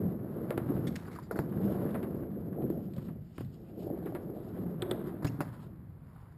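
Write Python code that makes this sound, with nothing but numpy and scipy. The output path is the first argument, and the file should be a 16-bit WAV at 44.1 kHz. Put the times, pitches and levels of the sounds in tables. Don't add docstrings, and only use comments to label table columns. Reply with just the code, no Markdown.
import sys
import numpy as np
from scipy import signal
from scipy.fft import rfft, irfft, next_fast_len
from scipy.io import wavfile

SR = 44100
rng = np.random.default_rng(int(sys.argv[2]) if len(sys.argv) > 2 else 0)


def dump_mix(stems):
    frames = np.atleast_2d(stems).T
    limited = np.clip(frames, -1, 1)
    pcm = np.round(limited * 32767).astype(np.int16)
    wavfile.write(sys.argv[1], SR, pcm)


N = 281161
TIME = np.arange(N) / SR
AGE = TIME[:SR // 2]

# (time [s], level [dB])
RIDE_UP = [(0, -35), (0.2, -41), (0.45, -39), (0.72, -37), (0.88, -40), (1.02, -47.5), (1.27, -53.5)]
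# (time [s], level [dB])
RIDE_AWAY = [(1.33, -42.5), (1.8, -34), (2.1, -40), (2.42, -42), (2.68, -38.5), (2.92, -47), (3.08, -45.5),
             (3.25, -57.5)]
# (time [s], level [dB])
RIDE_BACK = [(3.55, -57.5), (3.85, -42), (4.15, -38.5), (4.45, -43), (4.56, -39.5), (4.78, -44.5),
             (4.87, -38.5), (5.1, -42.5), (5.21, -46)]
# (time [s], distance [m])
DISTANCE = [(0, 4.06), (0.55, 2.2), (1.2, 2.8), (1.6, 2.3), (2.0, 2.1), (2.7, 5.8), (3.85, 7), (4.55, 2.7),
            (5.1, 1.9), (5.6, 1.4), (6.38, 1.2)]
# (time [s], level [dB], half length [s], pitch [Hz])
PUMPS = [(0.04, -33, 0.057, 185), (0.78, -41, 0.089, 105), (0.705, -34, 0.0081, 280),
         (0.805, -43, 0.037, 154.8), (0.875, -37, 0.038, 230), (1.62, -34.5, 0.08, 195),
         (1.715, -30, 0.013, 205), (2.645, -36, 0.014, 128.5), (2.76, -41, 0.093, 185),
         (3.07, -44, 0.11, 169.4), (3.45, -41, 0.042, 125), (4.695, -39, 0.069, 180),
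         (5.065, -42.5, 0.043, 384)]
# (time [s], half length [s], grind level [dB], hiss level [dB])
SLIDES = [(0.7, 0.018, -54, -87), (0.96, 0.13, -61, -76), (1.13, 0.082, -59.5, -83),
          (1.71, 0.054, -66, -68), (2.822, 0.1, -72, -74.5), (3.04, 0.048, -67, -71.5),
          (3.27, .045, -87, -78.5), (3.396, 0.042, -73, -68), (3.548, 0.022, -76, -71.5),
          (3.674, 0.05, -74, -74), (3.823, 0.042, -86, -69), (4.02, 0.095, -62, -80),
          (4.448, 0.21, -85, -75.5), (5.085, 0.02, -53, -71), (5.527, 0.051, -59.5, -74),
          (5.635, 0.02, -66, -70), (6.192, 0.12, -66.5, -82.5)]
# (time [s], thud level [dB], thud pitch [Hz],
# thud t60 [s], snap level [dB], clatter level [dB], clatter t60 [s], crunch of grit level [dB])
SEAMS = [(0.5055, -25, 524, 0.031, -20, -36, 0.098, -61), (0.5763, -17, 326, 0.009, -23.5, -28, 0.025, -63),
         (1.944, -32, 670, 0.008, -33, -32.5, 0.074, -65), (2.029, -30, 370, 0.055, -33, -37, 0.062, -55),
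         (2.62, -30.5, 434, 0.022, -53, -47, 0.04, -57), (2.699, -21.5, 322, 0.046, -55, -45, .04, -57),
         (2.979, -26, 177, 0.061, -45, -45.5, 0.039, -56), (3.082, -32, 251, 0.046, -52, -46, 0.059, -64),
         (3.38, -33, 283, 0.027, -30, -40, 0.031, -60), (3.406, -26.5, 263, 0.015, -40, -43, 0.038, -55),
         (4.058, -28.5, 405, 0.053, -41, -39, 0.074, -57),
         (4.149, -45, 442, 0.019, -32.5, -34.5, 0.065, -58),
         (4.8215, -25, 362, 0.074, -40, -30.5, 0.032, -58),
         (4.9111, -21, 380, 0.017, -22.5, -28, 0.027, -52)]
# (time [s], thud level [dB], thud pitch [Hz], thud t60 [s])
DENTS = [(0.513, -40, 327, 0.026), (0.696, -31, 284, 0.052), (0.704, -26, 320, 0.034),
         (0.721, -26.5, 377, 0.025), (0.753, -22.5, 196, 0.038), (0.872, -35, 232, 0.12),
         (1.568, -27, 210, 0.032), (1.707, -26.5, 221, 0.075), (1.757, -39, 594, 0.02),
         (1.796, -32, 323, 0.035), (2.146, -30.5, 345, 0.04), (2.641, -26, 340, 0.04),
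         (2.648, -27, 198, 0.021), (2.774, -28, 208, 0.065), (2.967, -41.5, 542, 0.08),
         (3.824, -40, 565, 0.035), (3.902, -39, 605, 0.017), (3.975, -37.5, 615, 0.019),
         (4.299, -31, 328, 0.041)]
# (time [s], level [dB])
GRIT_POPS = [(1.188, -68), (1.495, -60), (1.64, -52.5), (1.907, -53), (2.935, -53), (2.963, -53),
             (3.025, -59), (3.447, -57), (3.474, -72), (4.029, -66), (5.6, -59.5), (5.757, -69),
             (6.152, -69), (6.186, -74)]
# (time [s], reference level of its sounds [dB])
STEEL_TAPS = [(4.821, -39), (4.9113, -37)]
# (time [s], thud level [dB], thud pitch [Hz],
# snap level [dB], wood crack level [dB], deck ring level [dB], deck mode [Hz])
KNOCKS = [(1.187, -56, 302, -53, -47, -35.5, 995), (1.3102, -26, 450, -54, -36, -32.5, 1400),
          (1.358, -27.5, 320, -52, -38, -38.5, 1500), (1.39, -21, 326, -24.5, -37.5, -31, 890),
          (5.223, -41, 328, -50, -43, -43, 960), (5.229, -33, 337, -54, -47, -43, 1150),
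          (5.246, -26.5, 504, -44, -35, -50, 1200), (5.405, -26, 298, -42, -31, -34.5, 1440)]
# (time [s], level [dB], mean gap between slips [s],
# loss per slip [dB], middling pitch [Hz])
JUDDERS = [(1.051, -51, 0.0016, -0.5, 1700), (1.077, -43.5, 0.0021, 0, 1330), (1.152, -46, 0.0018, 4, 1500),
           (1.16, -40, 0.0014, 1.5, 1370), (5.4055, -23.5, .0019, 4.5, 1140)]
# (time [s], rub level [dB], length [s], ring pitch [Hz], ring level [dB])
SCUFFS = [(0.868, -38, 0.016, 3404, -48.5), (0.955, -34, 0.011, 2680, -51), (1.062, -58, 0.02, 4850, -67),
          (1.11, -55.5, 0.059, 2170, -63), (1.151, -57.5, 0.02, 4830, -63), (1.225, -56, 0.033, 4800, -68),
          (1.37, -62, 0.027, 4380, -65), (2.959, -57, 0.016, 1400, -61), (5.244, -34, 0.0089, 4850, -53),
          (5.264, -41, 0.013, 5230, -52), (5.402, -44, 0.012, 2680, -58)]
# (time [s], level [dB], length [s], start pitch [Hz], end pitch [Hz], octave against the tone [dB])
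SQUEAKS = [(5.263, -51.5, 0.031, 2350, 2880, -0.5), (5.405, -53.5, 0.024, 2730, 2620, -16)]
# (time [s], level [dB], time for the sole to take the weight [s])
STAMPS = [(1.392, -20, 0.00072), (5.247, -16.5, 0.00049), (5.29, -21, 0.0081), (5.336, -23, 0.0098),
          (5.384, -18.5, 0.0084), (5.464, -24, 0.0077), (5.7, -37.5, 0.0082), (5.889, -45, .005)]
# (time [s], level [dB])
SHUFFLES = [(5.451, -46), (5.475, -47), (5.533, -49), (5.628, -55), (6.157, -54.5), (6.223, -62),
            (6.254, -56.5)]

# (pitch [Hz], relative level [dB], t60 [s])
PANEL = [(145, -6, 0.071), (205, -12, 0.049), (338, -6, 0.16), (467, -20, 0.12), (592, -10.5, 0.069)]
# (pitch [Hz], relative level [dB], t60 [s])
PLATFORM = [(119.9, -20, 0.77), (149.4, -7, 0.097), (283.4, -10.5, 0.086), (400, -19, 0.06)]
# (pitch [Hz], relative level [dB], t60 [s])
STEEL = [(3350, 34, 0.0089), (3510, 32, 0.018), (3660, 18, 0.0066), (4320, 14, .006)]

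# (frequency [Hz], relative density [dB per Hz])
DRUM = [(20, -28), (45, -37), (65, -20), (100, -3), (150, -4), (195, -2.5), (235, -3), (300, -13.5),
        (500, -46)]
# (frequency [Hz], relative density [dB per Hz])
ROAR = [(130, -8), (230, -4.5), (275, -2), (335, 1), (420, -3), (580, -11), (800, -23.5), (1200, -52),
        (2000, -59)]
# (frequency [Hz], relative density [dB per Hz])
GRIND = [(400, -12), (750, 1), (1000, 2), (1350, -1.5), (1900, -9.5), (2500, -21), (3500, -25)]
# (frequency [Hz], relative density [dB per Hz])
GRIT = [(1200, -35.5), (2300, -2.5), (2900, 3), (3600, 0.5), (4500, -1), (5600, 4)]
# (frequency [Hz], relative density [dB per Hz])
CRUNCH = [(1200, -8), (2400, -1.5), (3600, 2), (4600, -2), (5500, -10)]
# (frequency [Hz], relative density [dB per Hz])
CLACK = [(250, 0.5), (550, 15.5), (900, 7.5), (1200, 9), (2000, 1), (2800, -12), (4000, -17), (5500, -32.5)]
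# (frequency [Hz], relative density [dB per Hz])
RATTLE = [(1500, -1), (2600, -1.5), (3500, 14), (4300, 0), (5200, -18)]
# (frequency [Hz], relative density [dB per Hz])
WOOD = [(250, 4), (650, 17), (900, 10), (1400, 6), (1750, 3.5), (2200, -4.5), (2800, -26), (3500, -16),
        (4700, -9.5), (5600, -6.5)]
# (frequency [Hz], relative density [dB per Hz])
COPING = [(400, -4), (1000, -8), (1600, 7), (2200, 4), (2700, -5), (3400, -2), (4300, 0), (5150, -4.5),
          (5800, 12.5)]
# (frequency [Hz], relative density [dB per Hz])
PARK = [(20, -6), (60, 3), (110, 6), (160, 7), (240, -18.5), (450, -18), (1000, -28), (2000, -32.5),
        (3000, -47), (5500, -47.5)]

CRUISE_DB = -41.5
KICK_S, SPIN_DOWN_DB_PER_S = 5.24, 22
DRUM_DB, BOOM_DB, ROAR_DB, DECK_DB = -44, -44.5, -44, -51
DRUM_FOLLOWS = 0.65
GRIND_DB, GRIT_DB, RATTLES_DB = -53, -72, -60.5
RATTLES_PER_S = 35
BOOM_HZ, BOOM_HZ_PER_DB = 181.15, 1
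BOOM_WANDER_HZ = 9
PUMP_DRUM_DB = -7
STIFF_S, STIFF_HALF_S, STIFF_DB = 4.23, 0.6, -4.5
DECK_HZ, DECK_WANDER_HZ = 333.2, 16
SURGE_DB, SURGES_PER_S = 1.97, 13
PITS_PER_S, PITS_DB, PIT_T60_S = 290, -54.5, 0.024
PIT_LOW_HZ, PIT_HIGH_HZ = 425, 727
GRIT_FLUTTER_DB = 2.0
PANEL_RING_DB = -21
SHUDDER_DB, SHUDDER_FOLLOWS, SHUDDER_T60_S = -38.5, 0.38, 0.32
CRUNCH_T60_S = 0.017
REBOUND_S, REBOUND_DB = .0035, 1.5
KNOCK_T60_S, KNOCK_THUD_T60_S, DECK_RING_T60_S = 0.063, 0.025, 0.023
SLIP_T60_S = 0.0093
SCUFF_GRAINS_PER_S = 4300
PIPE_RING_DB, PIPE_T60_S, PIPE_WIDTH_HZ = -19, 0.35, 500
PARK_DB = -50.5
OVERLOAD = .0895
BASS_CUT_HZ, ANTI_ALIAS_HZ, HOLD_HZ, CUTOFF_HZ = 47, 5500, 12000, 15300


def from_db(db):
    return 10 ** (np.asarray(db) / 20)


def rms_one(x):
    return x / np.sqrt(np.mean(x ** 2) + 1e-20)


def decay(t60):
    return np.exp(-np.log(1000) * AGE / t60)


def coloured(x, spectrum):
    size = next_fast_len(len(x))
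    hz, db = np.transpose(spectrum)
    grid = np.maximum(np.fft.rfftfreq(size, 1 / SR), 1)
    gain = from_db(np.interp(np.log(grid), np.log(hz), db))
    skirts = np.minimum(grid / hz[0], 1) ** 2 * np.minimum(hz[-1] / grid, 1) ** 2
    return rms_one(irfft(rfft(x, size) * gain * skirts, size)[:len(x)])


def drift(rate):
    knots = rng.standard_normal(N // 100)
    return rms_one(np.interp(TIME * rate, np.arange(len(knots)), knots))


def bumps(per_s, spread_db):
    sizes = from_db(spread_db * np.minimum(rng.exponential(1, N), 4))
    return (rng.random(N) < per_s / SR) * sizes * rng.standard_normal(N)


def swelled(level_db, swells):
    power = from_db(level_db) ** 2
    for s, peak_db, half in swells:
        bell = 1 / np.cosh(np.clip((TIME - s) / half, -20, 20))
        power = power + (from_db(peak_db) * bell) ** 2
    return 10 * np.log10(power)


def singing(hz, width_hz, size):
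    r = np.exp(-np.pi * width_hz / SR)
    pushes = rng.standard_normal(size) + 1j * rng.standard_normal(size)
    wander = signal.lfilter([1], [1, -2 * r, r * r], pushes)
    phase = 2 * np.pi * np.cumsum(hz * np.ones(size)) / SR
    return rms_one((wander * np.exp(1j * phase)).real)


def struck(modes):
    hz, db, t60 = np.transpose(modes)[:, :, None]
    db = db + 1.5 * rng.standard_normal(db.shape)
    ring = np.sum(from_db(db) * decay(t60) * np.sin(2 * np.pi * hz * AGE), axis=0)
    ring = ring * (1 - np.exp(-AGE / 0.0003))
    return ring / np.abs(ring).max()


def crack(spectrum, t60, tail_db, tail_t60):
    build = 1 - np.exp(-AGE / (0.073 * t60))
    fade = decay(t60) + from_db(tail_db) * decay(tail_t60)
    return coloured(rng.standard_normal(len(AGE)), spectrum) * build * fade


def tick(hz, t60):
    return decay(t60) * np.sin(2 * np.pi * hz * AGE)


def add(track, s, sound):
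    start = round(s * SR)
    part = sound[max(-start, 0):max(len(track) - start, 0)]
    track[max(start, 0):max(start, 0) + len(part)] += part


def rolling():
    effort_db, load = effort(), drift(rate=55)
    surging_db = effort_db + SURGE_DB * drift(rate=SURGES_PER_S)
    distance = np.interp(TIME, *np.transpose(DISTANCE))
    airborne_db = effort_db - 20 * np.log10(distance)
    grind_db = swelled(GRIND_DB + airborne_db, [(s, db, half) for s, half, db, _ in SLIDES])
    grit_db = swelled(GRIT_DB + airborne_db, [(s, db, half) for s, half, _, db in SLIDES])
    deck_hz = DECK_HZ + DECK_WANDER_HZ * drift(rate=5)
    deck = from_db(DECK_DB + effort_db) * singing(deck_hz, width_hz=62, size=N)
    grind = from_db(grind_db + 0.43 * load) * coloured(bumps(per_s=4000, spread_db=-1.0), GRIND)
    roar = roaring(ROAR_DB + surging_db + 0.29 * load)
    pits = pitted(PITS_DB + 1.04 * surging_db)
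    grit = gritty(grit_db + GRIT_FLUTTER_DB * load)
    return drumming(effort_db) + deck + grind + roar + pits + grit + rattling(RATTLES_DB + airborne_db)


def effort():
    ride_db = np.interp(TIME, *np.transpose([*RIDE_UP, *RIDE_AWAY, *RIDE_BACK]))
    return ride_db - CRUISE_DB - SPIN_DOWN_DB_PER_S * np.maximum(TIME - KICK_S, 0)


def drumming(effort_db):
    drive_db = DRUM_FOLLOWS * effort_db + STIFF_DB * np.exp(-((TIME - STIFF_S) / STIFF_HALF_S) ** 2)
    presses = [(s, db + PUMP_DRUM_DB, half) for s, db, half, _ in PUMPS]
    drum_db = swelled(DRUM_DB + drive_db, presses)
    out = from_db(drum_db) * coloured(rng.standard_normal(N), DRUM)
    boom_hz = BOOM_HZ + BOOM_HZ_PER_DB * effort_db + BOOM_WANDER_HZ * drift(rate=9)
    out += from_db(BOOM_DB + drive_db) * singing(boom_hz, width_hz=79, size=N)
    around = TIME[:SR] - .5
    for s, db, half, hz in PUMPS:
        swell = np.exp(-(around / half) ** 2 / 2)
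        add(out, s + around[0], from_db(db) * swell * singing(hz, width_hz=50, size=len(around)))
    return out


def roaring(level_db):
    roar = coloured(bumps(per_s=2200, spread_db=0.0), ROAR)
    low = signal.sosfiltfilt(signal.butter(2, 430, fs=SR, output="sos"), roar)
    speed_db = np.clip(level_db + 43, -18, 6)
    return from_db(level_db) * (low + from_db(0.39 * speed_db) * (roar - low))


def pitted(level_db):
    pitches = np.geomspace(PIT_LOW_HZ, PIT_HIGH_HZ, 6)
    pits = np.zeros(N)
    for hz in pitches:
        hits = bumps(PITS_PER_S / len(pitches), spread_db=0.5)
        pits += signal.oaconvolve(hits, tick(hz, PIT_T60_S))[:N]
    softened = signal.sosfilt(signal.butter(2, [330, 800], "band", fs=SR, output="sos"), pits)
    return from_db(level_db) * rms_one(softened)


def gritty(level_db):
    hiss = coloured(bumps(per_s=11000, spread_db=2.5), GRIT)
    out = np.zeros(N)
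    edges = np.geomspace(1800, 6400, 7)
    for low, high in zip(edges, edges[1:]):
        band = signal.sosfilt(signal.butter(2, [low, high], "band", fs=SR, output="sos"), hiss)
        out += band * from_db(2.0 * drift(rate=22))
        hiss = np.roll(hiss, SR // 7)
    return from_db(level_db) * rms_one(out)


def rattling(level_db):
    clack = crack(CLACK, t60=0.029, tail_db=-7.5, tail_t60=.12)
    ticks = signal.fftconvolve(bumps(RATTLES_PER_S, spread_db=0.5), clack)[:N]
    return from_db(level_db) * rms_one(ticks)


def seams():
    out = np.zeros(N)
    for s, *blow in SEAMS:
        add(out, s, axle(*blow))
    for s, thud_db, hz, t60 in DENTS:
        add(out, s, from_db(thud_db) * thud(hz, t60))
    for s, level_db in GRIT_POPS:
        add(out, s, from_db(level_db) * crunch())
    return out


def axle(thud_db, thud_hz, thud_t60, snap_db, clatter_db, clatter_t60, crunch_db):
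    out = np.zeros(len(AGE) + SR // 10)
    add(out, 0, from_db(crunch_db) * crunch())
    add(out, .001, from_db(snap_db) * tick(hz=1870, t60=0.0014))
    add(out, .001, from_db(clatter_db) * crack(CLACK, clatter_t60, tail_db=-20.5, tail_t60=0.28))
    add(out, .0026, from_db(thud_db) * thud(thud_hz, thud_t60) + shudder(thud_db))
    return out


def thud(hz, t60):
    swing = tick(hz, t60) * (1 - np.exp(-AGE / 0.00067))
    return swing / np.abs(swing).max() + from_db(PANEL_RING_DB) * struck(PANEL)


def shudder(thud_db):
    envelope = (1 - np.exp(-AGE / 0.0077)) * decay(SHUDDER_T60_S)
    level = from_db(SHUDDER_DB + SHUDDER_FOLLOWS * thud_db)
    return level * envelope * singing(hz=114.5, width_hz=22, size=len(AGE))


def crunch():
    return crack(CRUNCH, CRUNCH_T60_S, tail_db=-22, tail_t60=0.34)


def steel_edge():
    out = np.zeros(N)
    for s, tap_db in STEEL_TAPS:
        add(out, s, from_db(tap_db + 5.5) * struck(STEEL))
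        add(out, s + REBOUND_S, from_db(tap_db + REBOUND_DB) * struck(STEEL))
        add(out, s, from_db(tap_db + 9.5) * crack(RATTLE, t60=0.012, tail_db=-37, tail_t60=0.64))
    return out


def knocks():
    out = np.zeros(N)
    for s, thud_db, thud_hz, snap_db, crack_db, ring_db, mode_hz in KNOCKS:
        add(out, s, from_db(snap_db) * tick(hz=1490, t60=0.0066))
        add(out, s, from_db(crack_db) * crack(WOOD, KNOCK_T60_S, tail_db=-12, tail_t60=0.22))
        add(out, s + 0.00039, from_db(ring_db) * struck([(mode_hz, 0, DECK_RING_T60_S)]))
        add(out, s + 0.00068, from_db(thud_db) * thud(thud_hz, KNOCK_THUD_T60_S))
    return out


def stamps():
    out = np.zeros(N)
    for s, level_db, contact in STAMPS:
        slap = from_db(-32.5) * crack(CLACK, t60=0.17, tail_db=-13, tail_t60=0.93)
        weight = 1 - np.exp(-(AGE / contact) ** 2)
        add(out, s, from_db(level_db) * weight * (struck(PLATFORM) + slap))
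    return out


def judder():
    out = np.zeros(N)
    for start, level_db, gap, loss_db, hz in JUDDERS:
        for k in range(6):
            s = start + gap * (k + rng.uniform(-0.12, .2))
            slip = tick(hz * rng.uniform(0.77, 1.14), SLIP_T60_S)
            add(out, s, from_db(level_db - loss_db * k) * slip)
    return out


def scuffs():
    out = np.zeros(N)
    for s, rub_db, length, ring_hz, ring_db in SCUFFS:
        slide = AGE / length
        grip = 1 - np.exp(-AGE / 0.0038)
        stroke = np.exp(-slide ** 2)
        trail = from_db(-18.0) * np.exp(-slide / 7.7)
        chatter = from_db(2.0 * drift(rate=87)[:len(AGE)])
        catches = (rng.random(len(AGE)) < SCUFF_GRAINS_PER_S / SR) * rng.standard_normal(len(AGE))
        rub = from_db(rub_db) * chatter * coloured(catches, COPING)
        ring = from_db(ring_db) * singing(ring_hz, width_hz=340, size=len(AGE))
        pipe = from_db(ring_db + PIPE_RING_DB) * singing(ring_hz, PIPE_WIDTH_HZ, size=len(AGE))
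        pipe = decay(PIPE_T60_S) * pipe
        add(out, s, grip * (stroke * (rub + ring) + trail * rub + pipe))
    return out


def squeaks():
    out = np.zeros(N)
    for s, level_db, length, start_hz, end_hz, octave_db in SQUEAKS:
        progress = np.minimum(AGE / length, 1)
        hz = start_hz + (end_hz - start_hz) * progress
        tone = singing(hz, width_hz=170, size=len(AGE))
        octave = from_db(octave_db) * singing(2 * hz, width_hz=540, size=len(AGE))
        add(out, s, from_db(level_db) * np.sin(np.pi * progress) * (tone + octave))
    return out


def shuffles():
    out = np.zeros(N)
    for s, level_db in SHUFFLES:
        add(out, s, from_db(level_db) * crack(GRIND, t60=0.058, tail_db=-19, tail_t60=0.24))
    return out


def park():
    return from_db(PARK_DB) * coloured(rng.standard_normal(N), PARK)


def scene():
    board = rolling() + seams() + steel_edge() + knocks() + judder() + scuffs() + squeaks()
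    rider = stamps() + shuffles()
    return (board + rider + park())[None]


def record(dry):
    faded_in = dry * np.minimum(TIME / .004, 1)
    band = signal.sosfiltfilt(signal.butter(12, ANTI_ALIAS_HZ, fs=SR, output="sos"), faded_in)
    band = signal.sosfilt(signal.butter(2, BASS_CUT_HZ, "high", fs=SR, output="sos"), band)
    samples = np.clip(signal.resample_poly(band, HOLD_HZ, SR, axis=1), -OVERLOAD, OVERLOAD)
    steps = np.repeat(samples, 4, axis=1)
    held = signal.resample_poly(steps, SR, 4 * HOLD_HZ, axis=1)[:, :N]
    return signal.sosfilt(signal.ellip(10, .1, 80, CUTOFF_HZ, fs=SR, output="sos"), held)


dry = scene()
out = record(dry)
dump_mix(out)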